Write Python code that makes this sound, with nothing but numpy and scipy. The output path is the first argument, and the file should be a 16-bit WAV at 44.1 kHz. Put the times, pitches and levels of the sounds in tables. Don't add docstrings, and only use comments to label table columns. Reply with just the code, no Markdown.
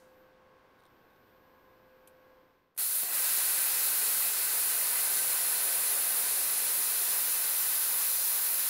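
import sys
import numpy as np
from scipy import signal
from scipy.fft import rfft, irfft
from scipy.io import wavfile

SR = 44100
rng = np.random.default_rng(int(sys.argv[2]) if len(sys.argv) > 2 else 0)


def to_wav(sig):
    pcm = np.clip(np.atleast_2d(sig), -1, 1) * 32767
    pcm = np.round(pcm).astype(np.int16)
    wavfile.write(sys.argv[1], SR, pcm.T)


N = 383229
TIME = np.arange(N) / SR
HZ = np.arange(1, N // 2 + 2) * SR / N

# (frequency [Hz], relative density [dB per Hz])
JET_COLOUR = [(20, -31), (130, -28), (200, -22), (340, -20.5), (440, -12.5), (1000, -11.5), (1600, -11.5),
              (3200, -12), (4300, -10), (6400, -12.9), (8300, -8.8), (10300, 0), (12000, -.7),
              (15700, -3.8)]
REGION_EDGES_HZ = [140, 800, 3000, 8500, 12000]
# (level before the arc [dB], level once cutting [dB], time to reach it [s], slope [dB per s],
#  change mid-cut [dB], share of the dips [ratio])
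JET_REGIONS = [(-79, -75.5, .03, -0.8, -0.3, .1), (-61.5, -55.5, .03, -.5, 3.5, 0.25),
               (-50.5, -44, 0.17, -.5, 0.5, 0.42), (-43, -39, 0.26, -0.48, -0.94, 0.64),
               (-35.5, -34, 0.41, -0.29, 0.85, 1.1), (-32, -30.5, .2, -0.11, -2.2, 0.68)]
# (time [s], depth [dB], fall [s], recovery [s])
HISS_DIPS = [(2.89, -1.5, 0.046, 0.045), (3.08, -6, 0.046, 0.058), (4.33, -2.5, 0.041, .2)]
# (frequency [Hz], width [Hz], level early in the cut [dB], level late in the cut [dB])
PLATE_AND_BENCH = [(590, 80, -1.7, -2.8), (1530, 220, 4.4, 2.5), (1990, 110, 4.4, 2.8),
                   (2240, 120, -2.2, -3.5), (2580, 400, 3.4, 1.9), (2770, 100, -3.0, -3.5),
                   (3260, 370, -2.5, -2.5), (4230, 620, 3.3, 1.8), (5190, 190, 3.2, 3.4),
                   (5390, 180, -3.0, -0.4), (5570, 70, 2.9, 1.4), (5710, 70, -1.9, -2.2),
                   (6000, 240, 2.1, 4.9), (6520, 130, 3.6, 1.3), (7060, 340, 2.5, 3.5),
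                   (7430, 70, -0.7, -2.6), (7640, 500, 3.8, 0.5), (8490, 370, 2.2, -0.8),
                   (9250, 500, 2.4, 2.1), (10010, 320, -0.4, 3.4), (10420, 500, 3.0, -0.3),
                   (10770, 210, -3.8, -4.0), (11030, 310, 0.9, 5.0), (11440, 350, 0.1, -1.6),
                   (11810, 230, -4.2, -4.2), (12180, 500, -1.6, 1.3), (13120, 200, 2.6, -0.3),
                   (13520, 180, -0.4, 3.0), (14610, 190, -0.3, 4.2), (14900, 140, 2.1, -1.9)]
# (time [s], level [dB])
VALVE_FLOW = [(2.745, -75), (2.748, -43), (2.76, -56), (2.7645, -26), (2.775, -34), (2.778, 3), (2.78, 0),
              (2.782, -7), (2.787, 2)]
# (time [s], share of the way [0 to 1])
TORCH_TRAVEL = [(4.0, 0), (7.7, 1)]
# (time [s], peak [dB], length of the drop [s])
PRESSURE_POPS = [(2.7642, -50, .0004), (3.0334, -30.5, .0004)]
# (time [s], burst level before ringing [dB], decay time [s])
TRIGGER_CLICKS = [(2.0735, -50, 0.0022), (2.0752, -46.5, 0.0025), (2.0815, -59, .003), (2.0964, -66, .002)]
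# (frequency [Hz], width [Hz], level [dB])
TORCH_MODES = [(2380, 120, 6), (3300, 900, -2), (4840, 500, -5), (6300, 1500, -5), (8460, 150, 6),
               (9570, 200, 6), (11200, 2500, 3), (14000, 2500, -6)]
# (time [s], burst level before ringing [dB], decay time [s])
GUIDE_TICKS = [(.588, -72, .002), (.79, -70, .004), (.798, -70, .003), (.804, -66, .003), (.822, -67, .002),
               (.8365, -61, .002), (.853, -61, .003), (.863, -62, .003), (1.105, -69, .002),
               (1.134, -68, .002), (1.161, -68, .002), (1.27, -74, .01), (1.295, -74, .01)]
# (frequency [Hz], width [Hz], level [dB])
GUIDE_MODES = [(3700, 600, 11), (9200, 700, 3), (12800, 3000, -6)]
# (time [s], level [dB])
FAN_LEVEL_CURVE = [(0.0, -63), (0.2, -61.5), (0.55, -68), (0.8, -75), (1.25, -74), (1.4, -66), (1.6, -69),
                   (1.8, -66), (2.35, -63), (2.6, -70)]
# (multiple of the blade tone, level against the octave [dB])
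FAN_HARMONICS = [(3, -2.5), (4, -11.5), (5, -16)]
# (frequency [Hz], relative level [dB])
SECOND_FAN_TONES = [(1096, 0), (1644, -3), (2192, -15), (1473.3, -6), (885, -6)]
# (time [s], level [dB])
WHINE_CURVE = [(0.05, -83), (0.2, -75), (0.35, -89), (0.65, -87), (0.95, -79), (1.3, -76.5), (2.4, -80)]
# (frequency [Hz], relative density [dB per Hz])
AIR_COLOUR = [(12, -9), (28, -8.5), (150, -8), (330, -4.5), (520, -5.5), (680, -9.5), (800, -8),
              (1100, -10), (1800, -15.5), (3000, -21.5), (5400, -29.5), (7000, -37.5), (10000, -39.5),
              (15700, -39)]

ARC_S = 3.01
MID_CUT_S, SWELL_S = 5.94, 1.26
FLUTTER_DB, FLUTTER_HZ = .5, 9.5
HALL_T60_S, HALL_DB = .1, -12
FAN_HZ, WHINE_HZ = 516, 14100
OCTAVE_DB, EVEN_GAP_DB, ODD_GAP_DB = -72.5, -14, -6
GAP_S, GAP_EVERY_S, GAP_SHARPNESS = 0.19, 0.95, 1.9
AIR_DB, SECOND_FAN_DB = -64, -75
DYING_HISS_DB, DYING_HISS_T60_S = -70.5, 0.6
SINK_FROM_S, SINK_TO_S, SINK_BEND = 2.31, 2.76, 1.75
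AIR_SINK_DB, TONES_SINK_DB = -12, -15
OVERLOAD = .19
CUTOFF_HZ = 15730


def from_db(db):
    return 10 ** (np.asarray(db) / 20)


def rms_one(x):
    return x / np.sqrt(np.mean(x ** 2) + 1e-20)


def in_time(rows):
    s, value = np.transpose(rows)
    return np.interp(TIME, s, value)


def coloured(colour):
    hz, level_db = np.transpose(colour)
    return rfft(rng.standard_normal(N)) * from_db(np.interp(np.log(HZ), np.log(hz), level_db))


def drift(rate_hz):
    r = np.exp(-2 * np.pi * rate_hz / SR)
    smooth = signal.lfilter([1], [1, -2 * r, r * r], rng.standard_normal(N + SR))
    return rms_one(smooth[SR:])


def resonate(x, hz, width_hz):
    r = np.exp(-np.pi * width_hz / SR)
    zeros = np.array([1, 0, -1]) * (1 - r * r) / 2
    poles = [1, -2 * r * np.cos(2 * np.pi * hz / SR), r * r]
    return signal.lfilter(zeros, poles, x)


def tone(hz, waver_db):
    sine = np.sqrt(2) * np.sin(2 * np.pi * (hz * TIME + rng.random()))
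    return sine * from_db(waver_db * drift(1.9))


def jet():
    surroundings = np.array(PLATE_AND_BENCH)
    shapes = np.array([1 / (1 + (2 * (HZ - hz) / width) ** 2) for hz, width, *_ in surroundings])
    early, late = coloured(JET_COLOUR) * from_db(surroundings[:, 2:].T @ shapes)
    lowpasses = [1 / (1 + (HZ / edge) ** 24) for edge in REGION_EDGES_HZ]
    below = [0] + lowpasses + [1]
    way = in_time(TORCH_TRAVEL)
    blast = np.zeros(N)
    for low, high, level_db in zip(below, below[1:], region_levels()):
        band = high - low
        early_region = rms_one(irfft(early * band, N))
        late_region = rms_one(irfft(late * band, N))
        region = (1 - way) * early_region + way * late_region
        blast += region * from_db(level_db + FLUTTER_DB * drift(FLUTTER_HZ))
    valve_open = TIME > VALVE_FLOW[0][0]
    return blast * from_db(in_time(VALVE_FLOW)) * valve_open


def region_levels():
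    swell = np.exp(-((TIME - MID_CUT_S) / SWELL_S) ** 2)
    dips = np.zeros(N)
    for s, depth_db, fall, recovery in HISS_DIPS:
        dips += depth_db * np.exp(-((TIME - s) / np.where(TIME < s, fall, recovery)) ** 2)
    since_arc = TIME - ARC_S
    levels = []
    for before_db, cut_db, bite_s, slope, mid_db, share in JET_REGIONS:
        bite = np.clip(since_arc / bite_s, 0, 1)
        change_db = cut_db - before_db + slope * since_arc + mid_db * swell
        levels.append(before_db + bite * change_db + share * dips)
    return levels


def pops():
    out = np.zeros(N)
    for s, db, length in PRESSURE_POPS:
        phase = np.interp(TIME, [s, s + length, s + 4 * length], [0, np.pi, 2 * np.pi])
        out -= from_db(db) * np.sin(phase) * np.where(phase < np.pi, 1, 1 / 3)
    return out


def touches(events, modes):
    envelope = np.full(N, 1e-18)
    for s, db, decay in events:
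        envelope += from_db(db) * (TIME > s) * np.exp(-np.abs(TIME - s) / decay)
    burst = envelope * rng.standard_normal(N)
    ringing = np.zeros(N)
    for k, (hz, width, db) in enumerate(modes):
        ringing += from_db(db) * resonate(burst, hz, width) * (-1) ** k
    return ringing


def hall(x):
    t, way = TIME[:SR // 4], in_time(TORCH_TRAVEL)
    clouds = rng.standard_normal((2, len(t))) * from_db(-60 * t / HALL_T60_S) * (t > .003)
    clouds *= from_db(HALL_DB) / np.sqrt(np.sum(clouds ** 2, axis=1, keepdims=True))
    early = signal.fftconvolve(x * np.sqrt(1 - way), clouds[0])[:N]
    late = signal.fftconvolve(x * np.sqrt(way), clouds[1])[:N]
    return x + early + late


def first_fan():
    cycle = np.cos(2 * np.pi * (TIME - GAP_S) / GAP_EVERY_S)
    gaps = ((1 + cycle) / 2) ** GAP_SHARPNESS
    even_db = OCTAVE_DB + EVEN_GAP_DB * gaps
    odd_db = OCTAVE_DB + ODD_GAP_DB * (1 - gaps)
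    fan = from_db(in_time(FAN_LEVEL_CURVE)) * tone(FAN_HZ, 0.71)
    fan += from_db(even_db) * tone(2 * FAN_HZ, 1.2)
    for multiple, db in FAN_HARMONICS:
        overtone_db = (odd_db if multiple % 2 else even_db) + db
        fan += from_db(overtone_db) * tone(multiple * FAN_HZ, 1.5)
    return fan


def second_fan():
    return sum(from_db(SECOND_FAN_DB + db) * tone(hz, 1.7) for hz, db in SECOND_FAN_TONES)


def whine():
    return from_db(in_time(WHINE_CURVE)) * tone(WHINE_HZ, .4)


def dying_hiss():
    hiss = rms_one(resonate(rng.standard_normal(N), 4600, 9000))
    return from_db(DYING_HISS_DB - 60 * TIME / DYING_HISS_T60_S) * hiss


def shop():
    sink = np.clip((TIME - SINK_FROM_S) / (SINK_TO_S - SINK_FROM_S), 0, 1) ** SINK_BEND
    air = from_db(AIR_DB + AIR_SINK_DB * sink) * rms_one(irfft(coloured(AIR_COLOUR), N))
    tones = first_fan() + second_fan() + whine()
    return air + from_db(TONES_SINK_DB * sink) * tones + dying_hiss()


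def scene():
    ticks = touches(GUIDE_TICKS, GUIDE_MODES)
    clicks = touches(TRIGGER_CLICKS, TORCH_MODES)
    mono = hall(jet() + pops() + ticks + clicks) + shop()
    return np.array([mono, mono])


def record(dry):
    rounded = OVERLOAD * np.tanh(dry / OVERLOAD)
    lowpass = signal.ellip(14, .3, 80, CUTOFF_HZ, fs=SR, output="sos")
    return signal.sosfilt(lowpass, rounded)


dry = scene()
out = record(dry)
to_wav(out)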